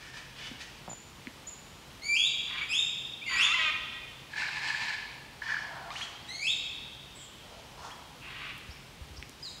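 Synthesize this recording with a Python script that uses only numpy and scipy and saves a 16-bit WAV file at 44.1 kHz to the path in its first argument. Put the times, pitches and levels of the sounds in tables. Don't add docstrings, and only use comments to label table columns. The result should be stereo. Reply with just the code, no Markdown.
import sys
import numpy as np
from scipy import signal
from scipy.fft import rfft, irfft
from scipy.io import wavfile
from scipy.ndimage import uniform_filter1d, map_coordinates

SR = 44100
rng = np.random.default_rng(int(sys.argv[2]) if len(sys.argv) > 2 else 0)


def transcribe(u):
    v = np.clip(np.atleast_2d(u).T, -1, 1)
    q = np.round(v * 32767).astype(np.int16)
    wavfile.write(sys.argv[1], SR, q)


N = 423360
EDGE_HZ = 15750

# (frequency [Hz], relative density [dB])
AIR_MID_COLOUR = [(20, -43), (40, 4), (174, 0), (670, -7.5), (880, -5.5), (1600, -9.5), (3140, -8),
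                  (4920, -13.5), (15500, -28.5)]
AIR_SIDE_COLOUR = [(35, -13.5), (179, -7.5), (1190, -13), (7160, -21.5), (15500, -36)]
AIR_MID_DB, AIR_SIDE_DB = -51.5, -52

# (frequency [Hz], decay by 60 dB [s])
FOREST_DECAY = [(300, 8.9), (1000, 1.33), (2500, 1.33), (4000, 1.62), (7000, 0.77), (14000, 0.31)]

# (start [s], length [s], crest as share of length, crest effort [dB], flutter setting [Hz],
# mouth factor on resonances, slack factor on widths, chest boost [dB], brightness [dB])
SHORT_RASPS = [ (0, .13, 0.26, -51, 120, 1.06, 1.4, -12, 8.5),
               (0.132, 0.073, 0.65, -49.5, 120, 1.08, 1.46, -0.5, 6.5),
               (0.358, 0.14, 0.84, -55, 92, 1.03, 1.23, -2.5, 16),
               (0.588, 0.053, 0.69, -49, 89, 1.12, 1.74, -7.5, 12),
               (5.414, 0.25, 0.35, -40, 34, 1.053, 0.87, 1, -4),
               (5.62, 0.29, 0.49, -55.5, 42, 0.89, 0.85, 27.5, -19.5),
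               (5.913, 0.14, 1, -56.5, 53, 1.33, 1.66, 13.5, 7),
               (7.43, 0.26, 0.44, -67, 37, 0.68, 1.84, 28.5, -9),
               (7.77, 0.16, 0.88, -58, 36, 0.98, 2, 27, -10), ]
# (resonance [Hz], pole width [Hz], level [dB],
# share of the chest boost, share of the brightness)
RASP_THROAT = [(880, 480, -7, 0.93, 0.46), (1715, 227, 1.5, 0.26, 0.25), (2180, 780, -1.5, 0.35, 0.58),
               (2755, 1370, -2, 0.63, 1), (4050, 1530, -6, 0.42, 0.54)]
RASP_RISE_DB, RASP_SINK_DB = 4.5, 7
MOUTH_SHUT_PER_DB = .016
RASP_TOP_HZ = 8200
RASP_ATTACK_S, RASP_RELEASE_S = 0.0063, 0.025

# (time [s], tick peak [dB], ring [Hz], pole width [Hz], thud relative to tick [dB])
NEAR_DRIPS = [(0.513, -52.5, 400, 206, 15), (1.271, -27.5, 2000, 880, -9.5), (8.58, -37, 9200, 8180, -18),
              (9.2265, -27, 2150, 1350, -21), (9.295, -31.5, 5000, 7900, -14)]

# (time [s], ring peak [dB])
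CREAK_SLIPS = [(0.8786, -32), (0.884, -32.5), (0.8958, -36), (.914, -35), (0.931, -35.5)]

# (start [s], length [s], from [Hz], to [Hz], relative level [dB], pitch buzz [Hz rms])
PIP_NOTES = [(0.89, 0.049, 7070, 7010, -56, 60), (1.467, 0.032, 6590, 7280, -50, 130),
             (7.149, 0.11, 7960, 7460, -65, 366), (8.7, 0.033, 4800, 5800, -65, 248),
             (9.16, 0.0252, 5000, 5480, -60.5, 420)]
PIP_ATTACK_S, PIP_RELEASE_S = 0.0099, 0.0044
# (time [s], pitch [Hz], relative level [dB])
FALLING_WHISTLE = [(9.426, 4840, -50), (9.442, 5060, -55.5), (9.462, 4220, -51), (9.494, 3700, -54.5)]

# (start [s], break [s], end [s], first pitch [Hz], held pitch [Hz], break pitch [Hz],
# landing pitch [Hz], top pitch [Hz], flick rise [Hz], swoop time [s], climb time [s],
# level reached at the break [dB], swell of the low note [dB], level above the break [dB], overtone level [dB])
WHIP_NOTES = [ (2.013, 2.168, 2.28, 2000, 2366, 2774, 3100, 3380, 520, 0.015, 0.021, -23, 22, -27, -37),
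              (2.683, 2.734, 2.838, 2450, 2523, 2785, 3040, 3784, 9.2, 0.0146, .036, -30, 8, -28.5, -39.5),
              (3.257, 3.412, 3.464, 2380, 2287, 2754, 2856, 3592, 70, .034, .018, -20, 34, -24, -36),
              (6.269, 6.471, 6.53, 1700, 2192, 2650, 3100, 3720, 178, 0.048, 0.023, -28.5, 21.5, -28.5, -41),
              ]
WHIP_ATTACK_S, WHIP_RELEASE_S = 0.022, 0.016
SETTLE_S, SWELL_S = .03, 0.076
FLICK_S = 0.032
# (frequency [Hz], gain [dB])
OVERTONE_COLOUR = [(2200, 10), (4500, 5), (5800, -8), (7000, 0), (8200, -15), (10000, -16), (15000, -42)]

# (start [s], length [s], final level [dB], swell [dB])
SNARL_CALLS = [(2.47, .18, -39.5, 9), (3.29, .21, -33.5, 4), (8.22, 0.31, -42.5, 11)]
# (frequency [Hz], relative gain [dB])
SNARL_COLOUR = [(700, -23.5), (1050, -2.5), (1700, -3.5), (2100, 0), (2600, 2.5), (3300, -4), (4400, -13),
                (6000, -28), (12000, -55)]

# (start [s], length [s], from [Hz], to [Hz], slide time [s], starting level [dB],
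# overtones relative to that level [dB])
SLUR_NOTES = [(2.576, 0.032, 2340, 2250, .02, -41.5, -13), (2.61, 0.044, 2204, 2420, .025, -35.5, -20),
              (3.213, .096, 2180, 3000, 0.042, -43.5, -29), (3.261, 0.16, 2260, 1900, .035, -35, -28),
              (5.904, .026, 900, 1230, .005, -38, -17), (5.954, .04, 1150, 3170, .0055, -40.5, -20),
              (6.01, .04, 1000, 3320, .0036, -36, -22), (7.903, 0.043, 1180, 3340, .0053, -48.5, -17)]
SLUR_FADE_DB_PER_S = 34
SLUR_ATTACK_SHARE, SLUR_RELEASE_S = 0.17, 0.026

# (start [s], length [s], from [Hz], to [Hz], power of the pitch bend,
# share of half-pitch lines)
YELP_REGISTERS = [(3.455, 0.086, 1112, 1451, 2.16, .02), (3.5414, 0.0467, 1008, 1033, 0.44, .007),
                  (3.584, 0.12, 645.3, 605, 1.21, 0.63)]
# (time [s], level [dB], resonance [Hz], boost [dB])
YELP_EFFORT = [(3.47, -47, 1150, 6), (3.529, -28.5, 2680, 2), (3.538, -33, 2850, -2),
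               (3.545, -23.5, 2000, 25), (3.553, -37.5, 2980, -1), (3.602, -28.5, 1930, 11),
               (3.635, -32, 2280, 2), (3.705, -28.5, 2420, 12)]
# (frequency [Hz], relative gain [dB])
YELP_COLOUR = [(600, -20), (1000, -5), (1600, -5), (2000, -2.5), (3150, -1.5), (3900, -10), (4700, -21),
               (12000, -46)]
YELP_ATTACK_S, YELP_RELEASE_S = 0.0025, 0.0026

# (time [s], effort [dB])
LONG_RASP_EFFORT = [(4.295, -56), (4.385, -37), (4.455, -36), (4.48, -40.5), (4.555, -40.5), (4.69, -34),
                    (4.77, -37.5), (4.88, -35), (4.94, -36), (4.965, -50)]
# (resonance [Hz], pole width [Hz], level [dB])
LONG_RASP_THROAT = [(900, 270, -6), (1767, 103, 0.5), (2240, 1000, 3.5), (4000, 1370, -1),
                    (7440, 650, -15.5)]
LONG_PUFFS_DB, LONG_CORE_DB = -1.8, 2.5

# (time [s], peak [dB])
SYRINX_PULSES = [(4.335, -33), (4.36, -32), (4.3772, -29), (4.4191, -27), (4.4314, -28), (4.4535, -31),
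                 (4.4847, -29), (4.7014, -28), (4.7455, -28), (4.8661, -29.5), (4.904, -29),
                 (5.4193, -30.5), (5.4866, -27.5), (5.4994, -25), (5.5184, -23.5), (5.5412, -24.5),
                 (5.5659, -24.5)]

# (start [s], length [s], centre [Hz], pole width [Hz], relative level [dB])
HISS_BANDS = [(6.95, 0.66, 3130, 500, -67), (8.19, 0.15, 2650, 250, -58.5), (9.362, 0.26, 7060, 1500, -67)]

# (time [s], peak [dB])
CAMERA_BUMPS = [(8.687, -35), (9.01, -33.5), (9.103, -38.5), (9.18, -36)]


def amp(db):
    return 10 ** (np.asarray(db) / 20)


def evened(x):
    return x / np.sqrt(np.mean(x ** 2) + 1e-20)


def read(points, hz):
    f, value = np.transpose(points)
    return np.interp(np.log(hz + 1), np.log(f + 1), value)


def curves(rows):
    s, *columns = np.transpose(rows)
    t = np.arange(s[0], s[-1], 1 / SR)
    return s[0], [np.interp(t, s, c) for c in columns]


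def times(length):
    return np.arange(0, length, 1 / SR)


def envelope(t, attack, release):
    return np.clip(np.minimum(t / attack, (t[-1] - t) / release), 0, 1)


def faded(x, size=130):
    n = np.arange(len(x))
    return x * np.minimum(np.minimum(n, n[::-1]) / size, 1)


def add(mix, s, sound):
    part = mix[max(round(s * SR), 0):][:len(sound)]
    part += sound[:len(part)]


def waver(size, hz):
    points = rng.standard_normal(4000)
    return map_coordinates(points, [np.arange(size) * hz / SR], order=3, mode="mirror")


def resonate(x, hz, width):
    turn = np.exp(2j * np.pi * np.cumsum(hz * np.ones(len(x))) / SR)
    r = np.exp(-np.pi * width / SR)
    ring = (turn * signal.lfilter([1], np.poly([r, r]), x / turn + 1e-18)).real
    return signal.sosfilt(signal.butter(2, np.mean(hz) * 1.06, "high", fs=SR, output="sos"), ring)


def knock(hz, width, size=6000):
    ring = resonate(signal.unit_impulse(size), hz, width)
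    return ring / abs(ring).max()


def forest(x, near_db, far_db, near_t60=0.24, alike=0.63):
    size = 2 * SR
    taps = rng.standard_normal((2, size)) * (rng.random(size) < 5000 / SR)
    apart = np.sqrt((1 - np.clip(alike, 0, 1)) / (1 + alike))
    taps = np.array([taps[0] + apart * taps[1], taps[0] - apart * taps[1]])
    hz, t, z = signal.stft(taps, SR, nperseg=256)
    far_t60 = read(FOREST_DECAY, hz)[:, None]
    near_power = amp(near_db - 60 * t / near_t60) ** 2 / near_t60
    far_power = amp(far_db - 60 * t / far_t60) ** 2 / far_t60
    gain = np.sqrt((near_power + far_power) * np.log(10 ** 6) / SR)
    onset = np.minimum(t / 0.0017, 1)
    tail = signal.istft(z * gain * onset, SR, nperseg=256)[1] / taps.std()
    return x + signal.fftconvolve(x[None], tail, axes=1)[:, :N]


def sing(hz, db):
    hz = hz * (1 + .003 * waver(len(hz), 300))
    return 2 * np.pi * np.cumsum(hz) / SR, db + waver(len(hz), 163.0)


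def whistle(hz, db, reedy_db, smear=0.2, follow=0.48, rough_db=3):
    phase, db = sing(hz, db)
    shaken = phase + smear * waver(len(hz), 600)
    upper = sum(amp(read(OVERTONE_COLOUR, k * hz)) * (k * hz < EDGE_HZ) * np.sin(k * shaken)
                for k in range(2, 6))
    over_db = reedy_db + follow * (db - db.max()) + rough_db * waver(len(hz), 189.8)
    return np.sqrt(2) * (amp(db) * np.sin(phase) + amp(over_db) * upper)


def rasp(db, rate, throat, unevenness=0.27, closing=0.87, leak=0.46, flutter_db=2.0):
    turns = np.cumsum(rate * (1.5 + unevenness * waver(len(db), rate))) / SR
    gate = (leak + np.exp(-(turns % 1) / closing)) * amp(flutter_db * waver(len(db), rate))
    puffs = gate * rng.standard_normal(N)[:len(db)]
    voice = sum(amp(level) * evened(resonate(puffs, hz, width)) for hz, width, level in throat)
    dulled = signal.sosfilt(signal.butter(2, RASP_TOP_HZ, fs=SR, output="sos"), voice)
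    return dulled * amp(db) * envelope(np.arange(len(db)) / SR, RASP_ATTACK_S, RASP_RELEASE_S)


def pulse(s, db, hz, length=0.013):
    size = int(length * SR)
    wobbling_hz = hz * (1 + .02 * rng.standard_normal() + .055 * waver(size, 680))
    phase = 2 * np.pi * np.cumsum(wobbling_hz) / SR
    opening = np.sin(np.pi * np.linspace(0, 1, size) ** .5) ** 2
    return s, amp(db) * opening * np.sin(phase)


def air():
    hz = np.fft.rfftfreq(N, 1 / SR)
    mid, side = (evened(irfft(rfft(rng.standard_normal(N)) * amp(read(colour, hz)), N))
                 for colour in (AIR_MID_COLOUR, AIR_SIDE_COLOUR))
    mid = mid * amp(AIR_MID_DB + .5 * waver(N, 7.8))
    side = side * amp(AIR_SIDE_DB + .5 * waver(N, 4.28))
    return np.array([mid + side, mid - side])


def drone(hz=134, width=22, db=-62.0):
    return amp(db) * evened(resonate(rng.standard_normal(N), hz, width))


def wind(hz=46, width=76, db=-53):
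    gust = amp(db) * evened(resonate(rng.standard_normal(N), hz, width))
    rise = np.interp(np.arange(N) / SR, [7.4, 8.1], [.15, 1])
    return rise * gust * np.array([[-.5], [1]])


def rasps():
    out = np.zeros(N)
    for start, length, crest, db, rate, mouth, slack, chest_db, bright_db in SHORT_RASPS:
        past = times(length) / length - np.clip(crest, .05, .95)
        rise = RASP_RISE_DB * (past / past[0]) ** 2
        sink = RASP_SINK_DB * (past / past[-1]) ** 2
        sag = np.where(past < 0, rise, sink)
        opening = mouth * (1 - MOUTH_SHUT_PER_DB * sag)
        throat = [(hz * opening, width * slack, level + chest * chest_db + bright * bright_db)
                  for hz, width, level, chest, bright in RASP_THROAT]
        add(out, start, rasp(db - sag, rate, throat))
    return out


def drips(thud_hz=240, thud_width=130, patter_db=-53):
    near, patter = np.zeros(N), np.zeros((2, N))
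    for s, db, hz, width, thud_db in NEAR_DRIPS:
        add(near, s, amp(db) * (knock(hz, width) + amp(thud_db) * knock(thud_hz, thud_width)))
    for when, side, pitch, weight in rng.random(size=(90, 4)):
        drop = knock(1500 + 6000 * pitch, 3000)
        add(patter[int(side * 2)], when * N / SR, amp(patter_db + 7.9 * weight ** 3) * drop)
    return forest(near, -8.5, -37) + patter + .4 * patter[::-1]


def creak(hz=680, width=520):
    out = np.zeros(N)
    for s, db in CREAK_SLIPS:
        add(out, s, amp(db) * (knock(hz, width) + amp(-12.5) * knock(173, 150)))
    return out


def pips(buzz_rate=450):
    out = np.zeros(N)
    for start, length, from_hz, to_hz, db, swing_hz in PIP_NOTES:
        t = times(length)
        glide = from_hz + (to_hz - from_hz) * t / length
        phase, level = sing(glide + swing_hz * waver(len(t), buzz_rate), db)
        add(out, start, envelope(t, PIP_ATTACK_S, PIP_RELEASE_S) * amp(level) * np.sin(phase))
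    start, (hz, db) = curves(FALLING_WHISTLE)
    phase, level = sing(hz, db)
    add(out, start, faded(amp(level) * np.sin(phase)))
    return np.sqrt(2) * out


def whips():
    out = np.zeros(N)
    for (start, snap, end, first_hz, held_hz, break_hz, landing_hz, top_hz, flick_hz,
         swoop, climb, low_db, swell_db, high_db, reedy_db) in WHIP_NOTES:
        t = times(end - start)
        away, below = abs(start + t - snap), start + t < snap
        settling = (first_hz - held_hz) * np.exp(-t / SETTLE_S)
        low = held_hz + settling + (break_hz - held_hz) * np.exp(-(away / swoop) ** 2)
        flick = flick_hz * np.exp(-((t[-1] - t) / FLICK_S) ** 2)
        high = top_hz + (landing_hz - top_hz) * np.exp(-away / climb) + flick
        db = np.where(below, low_db - swell_db * (1 - np.exp(-away / SWELL_S)), high_db)
        hz, db = uniform_filter1d(np.array([np.where(below, low, high), db]), size=90)
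        add(out, start, envelope(t, WHIP_ATTACK_S, WHIP_RELEASE_S) * whistle(hz, db, reedy_db))
    return out


def snarls(flutter_db=1.9, flutter_rate=130):
    colour = amp(read(SNARL_COLOUR, np.fft.rfftfreq(N, 1 / SR)))
    rush = evened(irfft(rfft(rng.standard_normal(N)) * colour, N))
    rush = rush * amp(flutter_db * waver(N, flutter_rate))
    effort = np.zeros(N)
    for start, length, db, swell_db in SNARL_CALLS:
        t = times(length)
        swell = amp(db - swell_db * (1 - t / length) ** 2)
        add(effort, start, swell * envelope(t, RASP_ATTACK_S, RASP_RELEASE_S))
    return effort * rush


def slurs():
    out = np.zeros(N)
    for start, length, from_hz, to_hz, slide, db, over_db in SLUR_NOTES:
        t = times(length)
        hz = to_hz + (from_hz - to_hz) * np.exp(-t / slide)
        note = whistle(hz, db - SLUR_FADE_DB_PER_S * t, db + over_db)
        add(out, start, envelope(t, SLUR_ATTACK_SHARE * slide, SLUR_RELEASE_S) * note)
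    return out


def yelp(jitter=0.0037, focus_width_hz=260):
    out = np.zeros(N)
    k = np.arange(2, 30)[:, None] / 2
    s, *controls = np.transpose(YELP_EFFORT)
    for start, length, from_hz, to_hz, bend, half in YELP_REGISTERS:
        t = times(length)
        db, focus_hz, focus_db = (np.interp(start + t, s, c) for c in controls)
        hz = from_hz + (to_hz - from_hz) * (t / length) ** bend
        phase = 2 * np.pi * np.cumsum(hz * (1 + jitter * waver(len(t), 402))) / SR
        focus = np.exp(-((k * hz - focus_hz) / focus_width_hz) ** 2)
        throat = amp(read(YELP_COLOUR, k * hz) + focus_db * focus)
        line_share = np.where(k % 1, half * np.minimum(k / 2.0, 1) ** 3, 1)
        size = throat * line_share * (k * hz < EDGE_HZ)
        lines = size * np.sin(k * phase + rng.uniform(0, 2 * np.pi, k.shape))
        tone = lines.sum(0) / np.sqrt((size ** 2).sum(0) / 2)
        add(out, start, amp(db) * envelope(t, YELP_ATTACK_S, YELP_RELEASE_S) * tone)
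    return out


def long_rasp(core_hz=1740, stray_s=0.0035, spread_db=2, count=40):
    out = np.zeros(N)
    start, (effort,) = curves(LONG_RASP_EFFORT)
    add(out, start, rasp(effort + LONG_PUFFS_DB, rate=55, throat=LONG_RASP_THROAT, closing=0.88, leak=0.34))
    spots = np.linspace(0, len(effort) - 1, count).astype(int)
    for at, (late, force) in zip(spots, rng.standard_normal((count, 2))):
        db = effort[at] + LONG_CORE_DB + spread_db * force
        add(out, *pulse(start + at / SR + stray_s * late, db, core_hz))
    return out


def hard_pulses(hz=1670):
    out = np.zeros(N)
    for s, db in SYRINX_PULSES:
        add(out, *pulse(s, db, hz))
    return out


def hisses():
    out = np.zeros(N)
    for start, length, hz, width_hz, db in HISS_BANDS:
        swell = np.hanning(int(length * SR))
        band = evened(resonate(rng.standard_normal(N)[:len(swell)], hz, width_hz))
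        add(out, start, amp(db) * swell * band)
    return out


def bumps(hz=65, width=45):
    out = np.zeros(N)
    for s, db in CAMERA_BUMPS:
        add(out, s, amp(db) * knock(hz, width))
    return out * np.array([[-.5], [2.]])


def scene():
    whistles = amp(-3.5) * forest(whips(), near_db=-2, far_db=4.0)
    slides = forest(slurs(), near_db=-8, far_db=-1.0)
    yelps = forest(yelp(), near_db=-12, far_db=-1)
    harsh = amp(-3.5) * forest(rasps(), near_db=-4.5, far_db=1.5)
    rattle = forest(hard_pulses(), near_db=-7, far_db=-10)
    hoarse = forest(snarls(), near_db=-4.5, far_db=0)
    drawn_out = forest(amp(-5) * long_rasp(), near_db=-10.5, far_db=0.5)
    lyrebird = whistles + slides + yelps + harsh + rattle + hoarse + drawn_out
    lyrebird = lyrebird * amp([[.8], [-.8]])
    farther_calls = amp(10.5) * forest(pips() + hisses(), near_db=-8, far_db=-0.5, alike=0.38)
    return lyrebird + farther_calls + drips() + creak() + bumps() + air() + drone() + wind()


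def record(dry):
    low_pass = signal.firwin(1023, EDGE_HZ, window=("kaiser", 9), fs=SR)
    return signal.oaconvolve(dry, low_pass[None], "same")


dry = scene()
out = record(dry)
transcribe(out)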